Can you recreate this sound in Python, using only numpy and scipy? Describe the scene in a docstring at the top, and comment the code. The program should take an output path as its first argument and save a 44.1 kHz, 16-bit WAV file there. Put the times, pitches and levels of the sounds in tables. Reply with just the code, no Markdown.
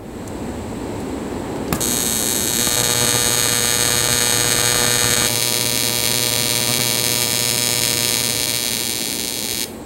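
"""AC TIG welding in a workshop. Over a fume extractor and the hiss of shielding gas come a few ticks,
then the arc pops alight. It buzzes: each current cycle snaps at both changes of polarity and pushes
the heated air, and the pulse train stumbles 17 times a second. The current rises and the pool spits.
Heard at first from behind the welder, then from close to the torch, the arc is tapered down,
the torch lifts and the arc goes out."""
import sys
import numpy as np
from scipy import signal
from scipy.fft import rfft, irfft, next_fast_len
from scipy.io import wavfile
from scipy.ndimage import uniform_filter1d, map_coordinates

SR = 44100
rng = np.random.default_rng(int(sys.argv[2]) if len(sys.argv) > 2 else 0)


def dump_mix(stems):
    """Bounce the given channels to the path in sys.argv[1] as a 16-bit WAV at rate SR."""
    frames = np.atleast_2d(stems).T  # one column per channel
    limited = np.clip(frames, -1, 1)  # hard clip at full scale
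    pcm = np.round(limited * 32767).astype(np.int16)
    wavfile.write(sys.argv[1], SR, pcm)


N = 434385

CYCLE_S, REVERSAL_S = .008298, .00209  # period of the current; delay of its second snap
ARC_ON_S, CUT_S = 1.8064, 5.266  # the arc holds; the scene changes from the bench to beside the torch
# Foot pedal (low start, full current, taper to fill the crater): time_s, current_db
CURRENT = [(1.8, -10), (2.38, -13.5), (2.83, .5), (3.5, -1.5), (5.25, 0), (5.8, -1), (6.15, 1), (8.1, -1),
           (8.6, -5), (8.9, -10.5), (9.35, -17)]


def arc():
    """Periodic excitation: snaps and air pulses make a buzz, heard at the bench, then by the torch."""
    # Resonances of the snaps at each place: pitch_hz, width_hz, gain_db
    bench_modes = [(1320, 1200, -11), (1706, 73, 5), (2188, 110, -2.5), (3210, 170, -6.5),
                   (3634, 110, -4.5), (4194, 330, -4), (4700, 970, -12), (6580, 240, -5.5),
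                   (7290, 220, -7.5), (8030, 760, -8.5), (9580, 1700, -16), (11540, 160, -11),
                   (12580, 480, -20.5), (15700, 170, -35)]
    close_modes = [(1740, 310, -6.5), (2232, 86, 4.5), (2733, 180, -3), (3234, 220, -2), (4110, 780, -2),
                   (5360, 560, -3.5), (6320, 510, -5.5), (7570, 700, -6), (8170, 520, -7.5),
                   (9200, 860, -5), (11650, 620, -10.5), (13350, 700, -10.5), (14500, 1200, -14.5),
                   (15800, 400, -14.5)]
    # Bark, crack, sizzle and fizz bands at each place: base_db, db_per_current_db
    bench_bands = [(-24, 0.27), (-22, 0.33), (-21.5, 0.16), (-30.5, 0.1)]
    close_bands = [(-30, 0.47), (-22.5, 0.37), (-23, 0.3), (-29, 0.35)]
    # Spectrum of the air pulse at each place: frequency_hz, gain_db
    bench_push = [(40, -17), (120, 3), (240, -5.5), (360, -12.5), (480, 1.5), (600, -0.5), (720, -8),
                  (850, -4), (1080, -13), (1250, -4.5), (1500, -27.5), (4000, -64.5)]
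    close_push = [(40, -28.5), (120, 2), (240, -4), (360, -10.5), (480, -2.5), (600, 0.5), (720, -12),
                  (960, -7), (1080, -12), (1250, -11.5), (1600, -25.5), (4000, -51)]
    far = cycles(ARC_ON_S, 5.27, spacing_s=.05993, heard_s=0, stumble_s=.0003, slip_s=.00005)
    near = cycles(5.2354, 9.641, spacing_s=.05987, heard_s=CUT_S, stumble_s=.0004, slip_s=.00004)
    bench = snaps(far, bench_modes, bench_bands, second=.69, jitter_s=4e-6,
                  sputter=.16, sputter_t60=.025, glint=1.0)
    close = snaps(near, close_modes, close_bands, second=.41, jitter_s=3e-6,
                  sputter=.18, sputter_t60=.012, glint=.72)
    hum = push(far, bench_push, level_db=-24.5, unrest_db=4.5, gurgle=.34)
    hum += push(near, close_push, level_db=-26.7, unrest_db=1.5, gurgle=.16)
    return amp(-.42) * bench + amp(-.92) * close + hum


def cycles(start_s, end_s, spacing_s, heard_s, stumble_s, slip_s, count=7, misfire_s=2.822):
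    """Quantised timing: groups of even cycles restart near a quarter-cycle beat of the welder's clock."""
    # Stumbles that last one beat longer: time_s
    stutters = [1.869, 2.77, 2.95, 4.086, 4.625, 4.865, 5.164, 8.53]
    beat = CYCLE_S / 4
    due = np.arange(0, end_s - start_s, spacing_s)
    stumble, slip = rng.uniform(-1.1, 1, (len(due), 2)).T
    late = np.abs(start_s + due[:, None] - stutters).min(axis=1) < CYCLE_S
    beats = np.round((due + stumble_s * stumble) / beat) + late
    restarts = start_s + beat * beats + slip_s * slip
    times = (restarts[:, None] + CYCLE_S * np.arange(count)).ravel()
    fires = np.abs(times - misfire_s) > CYCLE_S / 2
    return times[(times >= heard_s) & (times < end_s) & fires]


def snaps(times, modes, bands, second, jitter_s, sputter, sputter_t60, glint, spread_db=1.5):
    """Impulse excitation: the arc relights at each polarity change, sputters and rings the modes."""
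    # Limits of the four bands: edge_hz
    edges = (1100, 2600, 5800, 11000, 20000)
    chance = rng.standard_normal((4, len(times)))
    lead = unit(clicks(times + jitter_s * chance[0], amp(spread_db * chance[1])))
    reversal = unit(clicks(times + REVERSAL_S + jitter_s * chance[2], amp(spread_db * chance[3])))
    train = unit(lead + second * reversal)
    trail = unit(ring(train, decay(sputter_t60)) * rng.standard_normal(N))
    trail = filtered(trail, lambda hz: 1 + (hz / 11000) ** 2)  # the buzz is roughest in the treble
    drive = train + sputter * trail + glint * glints(lead + .67 * reversal)
    sound = filtered(drive, lambda hz: resonances(modes, hz))
    parts = [filtered(sound, lambda hz: above(hz, lo) - above(hz, hi))
             for lo, hi in zip(edges, edges[1:])]
    return duty(times) * sum(amp(db) * unit(part) for db, part in zip(snap_levels(bands), parts))


def snap_levels(bands, lift_s=9.32, lift_rise_s=.27, flicker_db=.2):
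    """Amplitude modulation: each band's level in dB follows current, metal heat and arc length."""
    # Change in each band while the metal is cold: gain_db
    cold_gains = [-10.5, -3.5, 1.1, 1.5]
    # Change in each band as the lifting torch lengthens the arc: gain_db
    lift_gains = [3.4, 2.3, 1.7, 3]
    current_db, cold = curve(CURRENT), settling()
    lift = np.clip((np.arange(N) / SR - lift_s) / lift_rise_s, 0, 1)
    return [db + slope * current_db + cold_db * cold + lift_db * lift + flicker_db * wobble(5)
            for (db, slope), cold_db, lift_db in zip(bands, cold_gains, lift_gains)]


def push(times, colour, level_db, unrest_db, gurgle):
    """Thermal expansion: the air swells once a cycle in a hum and gurgles over the restless pool."""
    swing_db = unrest_db * rng.standard_normal(len(times))
    hum = ring(clicks(times, amp(.42 * swing_db)), pulse(colour))
    puffs = ring(clicks(times, amp(swing_db)), decay(t60=.019)) * rng.standard_normal(N)
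    pool = filtered(puffs, lambda hz: resonances([(253, 660, 0)], hz) * (1 - above(hz, 3600, order=4)))
    return duty(times) * amp(level_db + curve(CURRENT)) * (gurgle * unit(pool) - unit(hum))


def glints(train, t60=.011, drift_rad=.61, edge_hz=5800, lag_s=.0004):
    """Scattering: treble glances off nearby steel in a pattern that drifts as the torch moves."""
    turn = drift_rad * wobble(1.202)
    first, second = [unit(ring(train, np.pad(scatter(t60), (round(lag_s * SR), 0)))) for _ in range(2)]
    echoes = np.cos(turn) * first + np.sin(turn) * second
    return filtered(echoes, lambda hz: above(hz, edge_hz, order=4))


def scatter(t60, size=1024):
    """Diffuse reflection: a cloud of tiny echoes, even in colour, smears a click."""
    cloud = rfft(decay(t60)[:size] * rng.standard_normal(size))
    power = uniform_filter1d(np.abs(cloud) ** 2, size=14)
    return irfft(cloud / np.sqrt(power + 1e-12))


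def pops(spit_spark_db=-20):
    """Sudden expansion of hot gas: the strike and each spit send out a pulse with a spark on top."""
    # The arc lights: start_s, level_db, relative_spark_db
    strike = (1.7265, .5, -7)
    # Spits of the molten pool, repeating each cycle while they last: start_s, level_db, length_s
    spits = [(2.673, -7.5, .004), (2.828, -15, .004), (3.044, -12, .004), (3.528, -14, .004),
             (3.887, -13, .004), (4.446, -12, .004), (4.587, -10, .004), (4.759, -9, .004),
             (4.847, -9, .004), (5.042, -9.5, .004), (5.22, -6.5, .004), (6.690, -12.5, .029),
             (6.793, -11.5, .012)]
    # Spectrum of a pop: frequency_hz, gain_db
    colour = [(25, -2), (100, 6.5), (350, -1), (800, -3.5), (1600, -5.5), (3000, -24), (8000, -40)]
    bursts = [(start + later, db, spit_spark_db)
              for start, db, length in spits for later in np.arange(0, length, CYCLE_S)]
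    times, db, spark_db = np.transpose([strike] + bursts)
    blow = clicks(times, amp(db)) - .59 * clicks(times + REVERSAL_S, amp(db))
    spark = ring(clicks(times, amp(db + spark_db)), decay(t60=.02)) * rng.standard_normal(N)
    return .83 * spark - 1.1 * ring(blow, pulse(colour))


def ticks():
    """Damped bursts of band-limited noise: ticks, puffs and sputters before the arc holds."""
    # Bursts, each in a band lying mostly below its pitch: start_s, level_db, pitch_hz, t60_s
    bursts = [(.277, -30, 9050, 0.03), (1.002, -35, 10000, .04), (1.558, -25, 900, 0.058),
              (1.681, -32, 5500, 0.027), (1.730, -16, 151, 0.071), (1.73, -34, 11000, .09),
              (1.747, -28, 9000, 0.11), (1.752, -31, 10100, 0.084), (1.758, -28, 8000, 0.046)]
    out = np.zeros(N)
    for start, db, hz, t60 in bursts:
        envelope = decay(t60)
        band = signal.butter(1, [hz * .72, min(hz * 1.02, SR / 2 - 1000)], "band", fs=SR)
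        noise = unit(signal.lfilter(*band, rng.standard_normal(len(envelope))))
        out[round(start * SR):][:len(envelope)] += amp(db) * envelope * noise
    return out


def gas(start_db=-46, swell_db=-32.5, close_db=-49, rise_s=.17):
    """Jet noise: argon hisses from the nozzle; at the bench, extra hiss swells to fill out the sizzle."""
    # Resonances of the nozzle: pitch_hz, width_hz, gain_db
    modes = [(4030, 550, 3), (7720, 510, 6.5), (8700, 690, -1.5)]
    level_db = by_place(swell_db + (start_db - swell_db) * settling(), close_db)
    flow = 1 - np.exp(-np.arange(N) / SR / rise_s)
    hiss = filtered(rng.standard_normal(N), lambda hz: resonances(modes, hz) * hz / (hz + 3000))
    return flow * amp(level_db) * unit(hiss)


def extractor(rumble_follows=.35, blade_hz=225.7, blade_db=-10, overtone_db=-24):
    """Turbulence: air roars in the fume duct under a wavering blade-passing tone, over a steady low rumble."""
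    # Heard level of the background roar, which fades in, then ducks under the arc: time_s, level_db
    heard_levels = [(0, -34.5), (.42, -27), (1.6, -25.5), (2.4, -27), (2.7, -32), (8.3, -33.5), (9.6, -32)]
    # Spectra of the roar and the rumble: frequency_hz, density_db
    roar_colour = [(25, -36), (80, -11), (130, -13.5), (229, -0.5), (330, -3), (439, -5.5), (659, -13.5),
                   (887, -12.5), (1230, -22.5), (2050, -25.5), (4370, -35), (5200, -42), (8000, -39),
                   (16000, -50)]
    rumble_colour = [(15, -40), (30, -17), (50, -8), (72, -4), (110, -5), (200, -20), (600, -45)]
    roar_db = curve(heard_levels)
    rumble_db = by_place(bench=-37, close=-43) + rumble_follows * (roar_db - roar_db.mean())
    roar, rumble = [unit(filtered(rng.standard_normal(N), lambda hz: amp(along(colour, hz))))
                    for colour in (roar_colour, rumble_colour)]
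    phase = 2 * np.pi * blade_hz * np.arange(N) / SR + .5 * wobble(6.1)
    blades = amp(blade_db + 2.5 * wobble(7)) * np.sin(phase) + amp(overtone_db) * np.sin(4 * phase)
    return amp(roar_db + .59 * wobble(6)) * (roar + blades) + amp(rumble_db) * rumble


def workshop(x):
    """Reverberation: each frequency dies away in the hall at its own rate."""
    # Reverberation times: frequency_hz, t60_s
    room = [(150, 0.69), (2000, 0.56), (6000, 0.27), (15000, 0.65)]
    hz, t, spectra = signal.stft(rng.standard_normal(SR), SR, nperseg=256)
    fade = np.exp(-np.log(1000) * t / along(room, hz)[:, None])
    _, tail = signal.istft(spectra * fade, SR, nperseg=256)
    return ring(x, np.pad(tail / np.linalg.norm(tail), (SR // 200, 0)))


def settling(time_constant_s=1.47):
    """Exponential relaxation: 1 until the arc holds, then falling towards 0."""
    return np.exp(-np.maximum(np.arange(N) / SR - ARC_ON_S, 0) / time_constant_s)


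def by_place(bench, close):
    """One value behind the welder, another beside the torch."""
    return np.where(np.arange(N) / SR < CUT_S, bench, close)


def duty(times):
    """Overall rms of a signal that has rms 1 during these cycles only."""
    return np.sqrt(len(times) * CYCLE_S / (N / SR))


def amp(db):
    """Decibels to gain."""
    return 10 ** (np.asarray(db) / 20)


def unit(x):
    """x at rms 1."""
    return x / np.sqrt(np.mean(x ** 2) + 1e-20)


def along(points, hz):
    """Interpolation of (frequency_hz, value) points on a log axis."""
    frequencies, values = np.transpose(points)
    return np.interp(np.log(hz + 1), np.log(frequencies + 1), values)


def curve(points):
    """Interpolation of (time_s, value) points at every sample."""
    return np.interp(np.arange(N) / SR, *np.transpose(points))


def wobble(rate):
    """A smooth random curve, rate knots a second."""
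    return map_coordinates(rng.standard_normal(int(N * rate / SR) + 4), [np.arange(N) * rate / SR])


def filtered(x, response):
    """Linear filtering: the spectrum of x times a frequency response."""
    size = next_fast_len(N + SR // 2, True)
    return irfft(rfft(x, size) * response(np.fft.rfftfreq(size, 1 / SR)), size)[:N]


def resonances(modes, hz):
    """Modal superposition: the response of damped resonators, alternating in sign."""
    return sum((-1) ** k * amp(db) * 1j * hz * width / (pitch ** 2 - hz ** 2 + 1j * hz * width)
               for k, (pitch, width, db) in enumerate(modes))


def above(hz, edge_hz, order=16):
    """Gain of a high-pass."""
    return 1 - 1 / (1 + (hz / edge_hz) ** order)


def pulse(colour, size=4096):
    """A minimum-phase pulse of peak 1 with the given spectrum."""
    cepstrum = irfft(np.log(amp(along(colour, np.fft.rfftfreq(size, 1 / SR)))))
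    cepstrum[1:size // 2] *= 2
    cepstrum[size // 2 + 1:] = 0
    shape = irfft(np.exp(rfft(cepstrum)))
    return shape / np.abs(shape).max()


def clicks(times, sizes, order=8):
    """Band-limited impulses, placed between samples by sinc interpolation."""
    at = np.asarray(times)[:, None] * SR
    taps = np.floor(at).astype(int) + np.arange(1 - order, order + 1)
    shape = np.sinc(taps - at) * np.sinc((taps - at) / order)
    return np.bincount(taps.ravel(), (shape * np.asarray(sizes)[:, None]).ravel(), N)[:N]


def ring(x, shape):
    """Convolution: every impulse of x starts the given shape."""
    return signal.oaconvolve(x, shape)[:N]


def decay(t60):
    """Exponential damping by 60 dB in t60 seconds."""
    return np.exp(-np.log(1000) * np.arange(SR // 8) / SR / t60)


def scene():
    """Superposition: the weld and its reverberation, over the extractor and the gas."""
    weld = arc() + pops() + ticks()
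    return (weld + amp(-10) * workshop(weld) + extractor() + gas())[None]


def record(dry, ceiling=.74, order=4, top_hz=15900):
    """Soft saturation rounds the tallest peaks; a low-pass then limits the band."""
    rounded = dry[0] / (1 + np.abs(dry[0] / ceiling) ** order) ** (1 / order)
    return filtered(rounded, lambda hz: hz < top_hz)[None]


dry = scene()
out = record(dry)
dump_mix(out)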